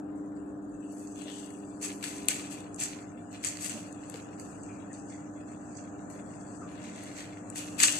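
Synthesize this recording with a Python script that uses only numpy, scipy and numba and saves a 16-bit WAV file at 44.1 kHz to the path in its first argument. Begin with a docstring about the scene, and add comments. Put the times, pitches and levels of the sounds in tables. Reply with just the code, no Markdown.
"""Cats dig and shift in granular litter in plastic trays on a tiled floor, a metre or two from a hand-held phone.
Pellets rattle in dense showers of tiny noisy impacts, with finer dust above and a ringing tray below.
Noise cracks tick on the tray walls and soft pushes ring its panels; motor tones hum and filtered air rumbles behind.
The phone turns slowly among the standing waves; its two ports ring at their own pitch. Faint treble drops out."""
import sys
import numpy as np
from scipy import signal
from scipy.fft import rfft, irfft
from scipy.io import wavfile
from scipy.ndimage import uniform_filter1d
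from numba import njit

SR = 44100
rng = np.random.default_rng(int(sys.argv[2]) if len(sys.argv) > 2 else 0)


def decibels_to_gain(level_db):
    """Convert a level in decibels to a linear amplitude gain (20 dB per decade)."""
    exponent = np.asarray(level_db, float) / 20
    return 10 ** exponent


def pcm_store(signal):
    """Save signal as 16-bit PCM."""
    levels = np.round(np.clip(np.atleast_2d(signal), -1, 1) * 32767)
    wavfile.write(sys.argv[1], SR, levels.astype(np.int16).T)


N = 352359
T = np.arange(N) / SR
PORT_LAG = 20  # samples by which the right port hears the trays later


def level(x, db):
    """Set the rms level over all channels together."""
    return x * decibels_to_gain(db) / np.sqrt(np.mean(x ** 2))


def shape(table, hz):
    """Read (Hz, dB) points on a log-frequency axis."""
    f, db = np.transpose(table)
    return np.interp(np.log(hz + 1), np.log(f), db)


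def colour(x, table):
    """Causal filter with the given spectrum, from the cepstrum of its log gain."""
    log_gain = np.log(decibels_to_gain(shape(table, np.arange(2049) * SR / 4096)))
    cep = irfft(log_gain)
    # folding the cepstrum forward in time gives minimum phase
    cep[1:2048] *= 2
    cep[2049:] = 0
    impulse = irfft(np.exp(rfft(cep)))[:2048]
    return signal.fftconvolve(x, np.atleast_2d(impulse), axes=-1)[:, :N]


def tail(t60_s, size=N // 8):
    """Scattered echoes that die away, different at each port; energy 1."""
    h = rng.standard_normal((2, size)) * 1000. ** (-T[:size] / t60_s)
    return h / np.sqrt(np.sum(h ** 2, axis=1, keepdims=True))


def walk(rate):
    """Random levels held 1 / rate s and slewed twice; spread near 1."""
    k = int(SR / rate)
    held = np.repeat(rng.standard_normal(N // k + 1), k)
    return 1.39 * uniform_filter1d(uniform_filter1d(held, k), k)[:N]


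def sides(pan_db):
    """Left and right gains for a left minus right difference in dB."""
    return decibels_to_gain(np.array([pan_db, -pan_db]) / 2)


@njit
def svf(x, hz, sharp):
    """Band-pass whose centre moves; gain 1 at the centre."""
    y, b, l, k = np.empty(len(x)), 0., 0., 1 / sharp
    for i in range(len(x)):
        g = np.tan(np.pi * hz[i] / SR)
        v = (b + g * (x[i] - l)) / (1 + g * (g + k))
        b, l, y[i] = 2 * v - b, l + 2 * g * v, k * v
    return y


# Colour of the fan rumble, before and after the phone's turn.
# Each row: frequency in Hz, relative level in dB before, relative level in dB after.
RUMBLE_COLOUR = [(25, -47, -28), (57.6, -8.5, -15), (104, -17, -6), (136, -6, -3), (256, -2, -1.2),
                 (400, -6.5, -7.5), (730, -11.5, -8), (930, -19.5, -18), (1720, -30.5, -24.5),
                 (2300, -41, -40), (2700, -32.5, -35), (3800, -54, -51.5), (7200, -39.5, -32),
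                 (14000, -49.5, -63.5)]


def air(turn):
    """Fan rumble; long waves are alike at both ports, short ones and the hand's deepest shake unrelated."""
    one, own = rng.standard_normal(N), rng.standard_normal((2, N))
    hz = np.arange(N // 2 + 1) * SR / N
    # likeness fades above some 560 Hz and again below 60 Hz
    alike = np.exp(-(hz / 560) ** 2) * .93 * np.minimum(.5 + hz / 120.0, 1)
    mix = irfft(np.sqrt(alike) * rfft(one) + np.sqrt(1 - alike) * rfft(own), N)
    left_lift = [(300, .1), (700, 0.89), (1300, 9.94), (2500, 5.8), (4400, 1.6)]  # (Hz, dB)
    mix[:1] = colour(mix[:1], left_lift)
    before, after = (colour(mix, np.array(RUMBLE_COLOUR)[:, [0, k]]) for k in (1, 2))
    flutter = decibels_to_gain(1.0 * walk(1.593))
    return level(before + (after - before) * turn, -48) * flutter


# Motor tones at multiples of twice the mains, some with a close neighbour that beats against them.
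# Each row: multiple, offset in shaft turns, left level in dB before and after the phone's turn,
# right level in dB before and after, lead of the left port in radians.
MOTOR_TONES = [(1, -0.084, -65.5, -62, -71, -62.5, -0.18), (1, 0.35, -62.5, -57.5, -70.5, -58.5, 0.24),
               (2, -1, -64.5, -56.5, -66, -60.5, 0.4), (2, 0, -52, -61, -51, -54, 0.22),
               (3, -1, -50.5, -52.5, -47.5, -55, -0.35), (3, 0, -42, -49, -44, -47.5, 0.35),
               (4, 0, -55, -64, -52, -65.5, 0.27), (5, 0.1, -71.5, -73, -62.5, -66.5, 0.05),
               (6, 0, -67.5, -63, -85, -61.5, 0.4), (7, 0, -71.5, -70, -62, -62, -0.6),
               (8, 0.08, -64, -64.5, -82.5, -69.5, 1), (10, 0.19, -79, -76, -66, -67.5, 2.5)]
# A second, noisy tone. In order: pitch in Hz, width in Hz, level in dB before and after the phone's turn.
WAVERING_TONE = (239, 2.5, -69, -57)


def hum(turn):
    """Wavering motor tones whose standing waves change as the phone turns."""
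    mains_hz, shaft_hz = 50.05, 18.85
    out = np.zeros((2, N))
    for (k, off, l0_db, l1_db, r0_db, r1_db, lead), start in zip(MOTOR_TONES, rng.random(len(MOTOR_TONES))):
        phase = 2 * np.pi * ((2 * k * mains_hz + off * shaft_hz) * T + start)
        # tones tied to the shaft waver with its speed
        phase = phase + off * 0.54 * walk(1.8)
        waver = np.sqrt(2) * decibels_to_gain(0.35 * k * walk(2.483) + 1.2 * walk(11))
        out[0] += waver * decibels_to_gain(l0_db + (l1_db - l0_db) * turn) * np.sin(phase + lead)
        out[1] += waver * decibels_to_gain(r0_db + (r1_db - r0_db) * turn) * np.sin(phase)
    hz, width, before_db, after_db = WAVERING_TONE
    drone = signal.lfilter(*signal.iirpeak(hz, hz / width, fs=SR), rng.standard_normal(N))
    return out + level(drone, 0) * decibels_to_gain(before_db + (after_db - before_db) * turn)


# Soft paw pushes on a tray.
# Each row: start in seconds, ring level in dB ahead of its fades, pitch in Hz, end pitch in Hz,
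# 60 dB decay time in seconds, left minus right in dB.
PUSHES = [(.81, -61.5, 2700, 2700, 0.42, 6), (3.735, -36.5, 240, 225, 0.17, -5),
          (3.75, -45.5, 610, 600, 0.42, -3), (.47, -53, 560, 575, 0.81, 0), (.92, -48, 620, 615, 0.22, 0),
          (1.25, -49, 623, 560, 0.32, 4), (4.14, -43, 500, 400, 0.13, .1), (4.68, -58, 2430, 2360, 0.52, 7),
          (4.9, -53, 1790, 1720, 0.2, 7.5), (5.09, -58.5, 2060, 2000, 0.63, 10),
          (6.615, -46.5, 1290, 1080, 0.31, 8), (7.8, -41.5, 241, 224, 0.5, -2)]


def knocks():
    """A padded, rubbing push excites one panel of the tray."""
    out, rub = np.zeros((2, N)), rng.standard_normal(N)
    for s, db, hz, end_hz, t60_s, pan_db in PUSHES:
        i = int(s * SR)
        t = T[:min(SR // 2, N - i)]
        fade = 1000. ** (-t / t60_s)
        onset = 1 - np.exp(-t / (0.017 * t60_s))
        pitch_hz = end_hz + (hz - end_hz) * fade
        ring = level(svf(rub[i:i + len(t)], pitch_hz, 15.6), db)
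        out[:, i:i + len(t)] += onset * fade * ring * sides(pan_db)[:, None]
    return out


# Single pellets and claws on the tray wall.
# Each row: start in seconds, crack level in dB ahead of the colours, left minus right in dB,
# tray boom in dB against the crack, snap in dB against the crack.
WALL_TICKS = [(0.924, -45, 16, -30, -6.5), (0.9953, -37.5, -2, -32, -15), (1.073, -34.5, -7, -13.5, -37),
              (1.217, -29, 7, -13, -35), (1.239, -33, -1, -13, -24), (1.34, -32, 2, -21, -25),
              (1.505, -41, 22, -9, -18), (1.827, -25, 1, -20, -18), (2.0272, -32.5, 9, 0.5, -19),
              (2.0404, -23.5, 10, -2, -25), (2.2566, -49, 8, -10, 2), (2.2849, -5, 9, -12, -9),
              (2.305, -21, 8, -20, -25), (2.5105, -46, 6, -13, -22), (2.744, -31.5, 19.5, -36, -37.5),
              (2.761, -30.5, 11.5, -16, -24), (2.801, -23, 19.5, -33, -16), (2.813, -26, 7, -13, -25),
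              (2.820, -29, 5, -15, -25), (2.826, -22, 5, -20, -21), (2.834, -27, 5, -21, -23),
              (2.8387, -22, 4, -24, -28), (3.328, -36, 0, -13, -16), (3.439, -29, 4, 1, -30),
              (3.4472, -14.5, 14, -18, -33), (3.473, -26, 10, -28, -28), (3.489, -25, 8, -20, -28),
              (3.5707, -29.5, -6, -5.5, -25), (3.661, -20, 14, -30, -23), (3.696, -24, 12, -15, -26),
              (3.701, -26, 11, -18, -26), (3.719, -27, 5, -6, -26), (3.926, -37.5, 24, -20, -22),
              (4.0983, -32, 21.5, -16, -17), (4.1414, -37, 8.5, 2, -24), (4.158, -35.5, 5, -2.5, -25),
              (4.3972, -29, -2, -12, -18), (4.634, -32, 7, -25.5, -26), (4.9307, -33.5, 9.5, -24.5, -30.5),
              (5.7517, -39.5, -2.5, -4.5, -44), (6.101, -39, 13, -11.5, -16), (6.84, -36, 9, -15, -22),
              (6.96, -33, 6, -20, -22), (7.036, -33.5, 7, -15, -11), (7.5007, -33, 21.5, -23, -24),
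              (7.5583, -26.5, 12, -13, -29), (7.7904, -26, -1, 1, -22), (7.8007, -12, -4, -2.5, -30),
              (7.804, -10.5, 0, -6, -28), (7.8254, -20, 7, -20, -22), (7.833, -2.5, 10, -37, -18),
              (7.8343, -8, 6, -3.5, -26), (7.954, -20, 5, -25, -24)]
# Colour of the bright crack. Each row: frequency in Hz, relative level in dB.
CRACK_COLOUR = [(3500, -32.5), (5000, -12.5), (6500, 0), (8000, -0.5), (9500, -6.5), (11000, -20),
                (13000, -43.5)]
# Colour of the dull tray wall. Each row: frequency in Hz, relative level in dB.
WALL_COLOUR = [(700, -23.5), (1300, -6), (1900, -2), (2600, -3.5), (3700, -8.5), (4800, -4), (6200, -20.5)]
# Colour of the snap, and of the fine dust in the digging. Each row: frequency in Hz, relative level in dB.
DUST_COLOUR = [(8000, -27.5), (9500, 3), (11000, 2), (12500, -6.5), (14500, -13.5), (16000, -22)]


def ticks():
    """Each tick is a crack of a few milliseconds, with its own fine grain, then the tiled room."""
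    bright, dull, snap = np.zeros((3, 2, N + 1024))
    fade = 1000. ** (-T[:1024] / 0.013)
    grains = rng.standard_normal((len(WALL_TICKS), 3, 1024))
    for (s, db, pan_db, tray_db, snap_db), grain in zip(WALL_TICKS, grains):
        i = int(s * SR)
        # part of the crack is common to both ports, the right one a little later
        crack = level((grain[0] + 1.02 * grain[1:]) * fade, db) * sides(pan_db)[:, None]
        crack[1] = np.roll(crack[1], PORT_LAG)
        bright[:, i:i + 1024] += crack
        dull[:, i:i + 1024] += crack * decibels_to_gain(tray_db)
        # the highest part dies first
        snap[:, i:i + 1024] += crack * fade * decibels_to_gain(snap_db)
    direct = decibels_to_gain(-23) * colour(bright, CRACK_COLOUR)
    direct = direct + decibels_to_gain(-7.5) * colour(dull, WALL_COLOUR)
    direct = direct + decibels_to_gain(-7.5) * colour(snap, DUST_COLOUR)
    return direct + decibels_to_gain(-8.5) * signal.fftconvolve(direct, tail(0.42), axes=-1)[:, :N]


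def shower(per_s, spread_db, smear_s, room_db, alike):
    """Pellet collisions of very uneven size all over the trays, blurred by the walls and the tiles."""
    # three streams, each with per_s hits a second: one shared, one for each port
    hit = rng.random((3, N)) < per_s / SR
    size_db = spread_db * np.minimum(rng.exponential(size=(3, N)), 4.5)
    grains = hit * rng.standard_normal((3, N)) * decibels_to_gain(size_db)
    # some fall where both ports hear them alike, some nearer to one
    shared = np.array([grains[0], np.roll(grains[0], PORT_LAG)])
    grains = alike * shared + grains[1:]
    echo = tail(smear_s)[:1] + decibels_to_gain(room_db) * tail(0.2)
    return signal.fftconvolve(grains, echo, axes=-1)[:, :N]


# Cats shifting their weight: a continuous bed, gliding from row to row.
# Each row: time in seconds, relative pellet rattle in dB, tray boom in dB against the rattle,
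# fine dust in dB against the rattle, left minus right in dB, tray resonance in Hz about which the ring drifts.
WEIGHT_SHIFTS = [(0, -79, 10, -12, 9, 2360), (.7, -81.5, -1, -9.5, 10, 2370),
                 (.8, -72.5, -7, -26, 14, 2700), (1.0, -60, -5, -11.5, 4, 2390),
                 (1.145, -58, -10.5, -19.5, 4.5, 2800), (1.19, -54, -1, -18, 8.5, 2950),
                 (1.38, -53.5, 0, -20.5, 7.5, 3030), (1.5, -62, 1, -14, 7.5, 2800),
                 (1.65, -64, -4, -18, 9.5, 2460), (2.701, -66, -11, -24, 20, 2350),
                 (3.2, -71, 3, -27.5, 17, 2380), (4.0, -59.5, -3.5, -28, 7, 2460),
                 (5.3, -65.5, 0, -25, 9.5, 2320), (6.35, -63.5, -2.5, -34.5, 10, 2300),
                 (6.6, -62, -9, -29, 6, 2410), (6.8, -60, 3, -28, 8, 2420),
                 (7.03, -55.5, 3.5, -19.5, 4.5, 2080), (7.26, -57, 2.5, -15, 4, 2220),
                 (7.42, -63, 1, -25, 6.5, 2300), (8, -56, -7, -24, 7, 2860)]
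# Paw strokes through the litter.
# Each row: start in seconds, push length in seconds, relative pellet rattle in dB, tray boom in dB against
# the rattle, fine dust in dB against the rattle, left minus right in dB of the push and fast drop.
PAW_STROKES = [(0.149, 0.024, -68, -18, -17, 12), (0.345, 0.026, -67, -11, -22, 7),
               (0.598, 0.04, -68, -16, -20, 7), (0.71, 0.034, -64.5, -14.5, -20, 1),
               (0.882, .03, -69, -15, -20, 4), (1.809, .04, -37.5, -7.5, -15, 3.5),
               (2.023, 0.021, -42, 0, -15, 8), (2.279, 0.021, -35.5, -2, -30, 1),
               (2.496, 0.03, -47, -5.5, -15, 12), (2.78, 0.05, -34, -7.5, -17, 6),
               (3.295, 0.053, -53, -6, -19, 4), (3.424, 0.045, -35, -8, -17, 4),
               (3.59, 0.072, -40, -9.5, -13, 13.5), (3.689, 0.025, -43.5, -5.5, -19, 5),
               (4.138, 0.035, -56, -4.5, -13, 5), (4.389, 0.012, -55.5, -14, -15, 11),
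               (4.626, 0.01, -59, -17, -35, 7), (4.924, 0.012, -58.5, -11.5, -35, 8),
               (5.082, 0.015, -56.5, -14, -44, 3), (5.33, 0.023, -65, -20, -31, 8),
               (5.47, 0.013, -61, -12, -36, -3), (5.758, 0.015, -54, -14, -40, -2),
               (6.094, 0.015, -56, -10.5, -16, 12), (6.377, 0.059, -67, -2.5, -26.5, 0.5),
               (6.669, 0.052, -67.5, 2, -6.5, 13), (6.81, 0.033, -59.5, -6, -35, 9),
               (7.137, 0.063, -50.5, -4, -18.5, 0), (7.547, 0.037, -38, -6, -13.5, 7.5),
               (7.779, 0.032, -36.5, -2.5, -12, 18), (7.815, .022, -21.5, -3.5, -21, 4.5)]


def stirring():
    """Left and right strength of rattle, tray and dust; unrelated stirrings add as power."""
    s, *columns = np.transpose(WEIGHT_SHIFTS)
    db, tray_db, dust_db, pan_db, ring_hz = (np.interp(T, s, c) for c in columns)
    power = (decibels_to_gain(db + np.array([0 * db, tray_db, dust_db]))[:, None] * sides(pan_db)) ** 2
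    # the push swells, the pellets drop back fast, then trickle on at a fixed pan, the tray ringing longer
    swell_power, drop_db_per_s, trickle_db_per_s, trickle_db, trickle_pan_db = 0.78, 299, 81.5, -7, 3
    lasting = decibels_to_gain(np.array([0, 4.5, 1.5]))[:, None, None]  # trickle gain in dB: rattle, tray, dust
    for start, push_s, db, tray_db, dust_db, pan_db in PAW_STROKES:
        i = int(start * SR)
        t = T[:min(SR, N - i)]
        swell, after = np.minimum(t / push_s, 1) ** swell_power, np.maximum(t - push_s, 0)
        parts = decibels_to_gain(db + np.array([0, tray_db, dust_db]))[:, None, None] * swell
        drop = decibels_to_gain(-drop_db_per_s * after) * sides(pan_db)[:, None]
        # faint strokes are farther off, so more of them lingers, and for longer
        under_near_db = -37 - db
        lingering_db = min(trickle_db + 0.3 * under_near_db, 0)
        slowing = 1 + 0.025 * max(under_near_db, 0)
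        trickle = decibels_to_gain(lingering_db - trickle_db_per_s / slowing * after) * sides(trickle_pan_db)[:, None]
        power[..., i:i + len(t)] += parts ** 2 * (drop ** 2 + (lasting * trickle) ** 2)
    return np.sqrt(power), ring_hz


# Colour of the pellet rattle. Each row: frequency in Hz, relative level in dB.
PELLET_COLOUR = [(3000, -35), (4500, -2.5), (6000, 0), (8000, -2), (9500, -10), (11000, -14.5),
                 (13000, -41.5)]
# Colour of the tray under the litter. Each row: frequency in Hz, relative level in dB.
TRAY_COLOUR = [(700, -20), (1200, -6), (1600, -1), (1950, -4), (2250, -8.5), (2700, -4), (3250, -2),
               (3750, -8), (4300, -7.5), (5000, -8.5), (5500, -10.5), (6200, -22.5)]


def digging():
    """Paws push pellets: a bright rattle, finer dust above, and the tray below, whose ring drifts in pitch."""
    (rattling, booming, dusting), ring_hz = stirring()
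    pellets = shower(2500, 2.74, 0.004, -3.5, 0.8)
    rattle = level(colour(pellets, PELLET_COLOUR), -6.5)
    dust = level(colour(pellets, DUST_COLOUR), 4.2)

    ring_hz = ring_hz * (1 + 0.018 * walk(9))
    tray = shower(1100, 3.7, 0.0061, -3, 1.43)
    ringing = np.array([svf(x, ring_hz, 4.7) for x in tray])
    tray = level(colour(tray + decibels_to_gain(7) * ringing, TRAY_COLOUR), 0.066)

    # uneven pushing, in dB: shared by both ports, then each port's own
    shared_db = 0.55 * walk(40) + 1.6 * walk(12)
    own_db = np.array([2.03 * walk(6), 1.3 * walk(6)])
    bright = (rattling * rattle + dusting * dust) * decibels_to_gain(shared_db + own_db)
    boom = booming * decibels_to_gain(1.03 * walk(30)) * tray * sides(-1.65)[:, None]
    return bright + boom


# How far the phone has turned. Each row: time in seconds, share of the turn from 0 to 1.
PHONE_TURN = [(0, 0.04), (1.5, 0.17), (2.3, 0.22), (2.75, 0.6), (3.5, 0.94), (4.5, 0.8), (8, 1)]


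def scene():
    """Litter, ticks and knocks over the hum and the rumbling air."""
    turn = np.clip(np.interp(T, *np.transpose(PHONE_TURN)), 0, 1)
    return digging() + ticks() + knocks() + hum(turn) + air(turn)


# Threshold about which a faint band drops out. Each row: frequency in Hz, level in dB.
DROPOUT_THRESHOLD = [(1400, -120), (1900, -81), (2700, -82), (3700, -80.5), (4400, -84.5), (5300, -84),
                     (6500, -81), (8500, -83), (10000, -86), (15000, -99)]


def band_dropouts(x):
    """Narrow bands under a fickle threshold drop out; little passes above the top."""
    top_hz = 14350
    hz, s, z = signal.stft(x, SR, nperseg=2048)
    # one power for each group of eight bins
    power = uniform_filter1d(np.abs(z) ** 2, size=8, axis=1, origin=-4)[:, ::8]
    fickle_db = 5.34 * uniform_filter1d(rng.standard_normal(power.shape), size=2, axis=2)
    over = power / decibels_to_gain(2 * (shape(DROPOUT_THRESHOLD, hz[::8])[:, None] + fickle_db))
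    gain = 1 / (1 + (over + 1e-9) ** -3.5)
    # a closing band keeps part of its gain for one more frame
    gain[..., 1:] = np.maximum(gain[..., 1:], 0.41 * gain[..., :-1])
    gain = gain.repeat(8, axis=1)[:, :len(hz)] * np.where(hz < top_hz, 1, .1)[:, None]
    return signal.istft(z * gain, SR, nperseg=2048)[1][:, :N]


# Microphone ports, left then right. Each row: resonance in Hz, width in Hz, lift in dB.
PORT_RINGS = [(8030, 1450, 11), (6790, 1210, 15)]
# The hand and body of the phone shade the right port. Each row: frequency in Hz, gain in dB.
HAND_SHADE = [(5000, -0.33), (7500, -2), (9000, -1), (14000, -6)]


def ports(x):
    """Each port's resonance lifts a band of its own; the right one is shaded."""
    ported = np.zeros_like(x)
    for side, (hz, width, db) in enumerate(PORT_RINGS):
        ring = signal.lfilter(*signal.iirpeak(hz, hz / width, fs=SR), x[side])
        ported[side] = x[side] + (decibels_to_gain(db) - 1) * ring
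    ported[1:] = colour(ported[1:], HAND_SHADE)
    return ported


def low_pass(x):
    """Removes everything above the highest recorded frequency."""
    return signal.sosfilt(signal.butter(12, 15550, fs=SR, output="sos"), x)


def record(dry):
    """Port resonances, dropouts in faint bands, a trace of electronic hiss."""
    ported = ports(dry)
    hiss_colour = [(2000, 4.5), (4000, 0.0), (6000, -2.0), (9000, -8), (10000, -4.5),
                   (14000, -7.0), (14600, -46.0)]  # (Hz, relative dB)
    hiss = level(colour(rng.standard_normal((2, N)), hiss_colour), -79)
    mix = np.clip(band_dropouts(ported) + hiss, -1, 1)
    return low_pass(mix)


dry = scene()
out = record(dry)
pcm_store(out)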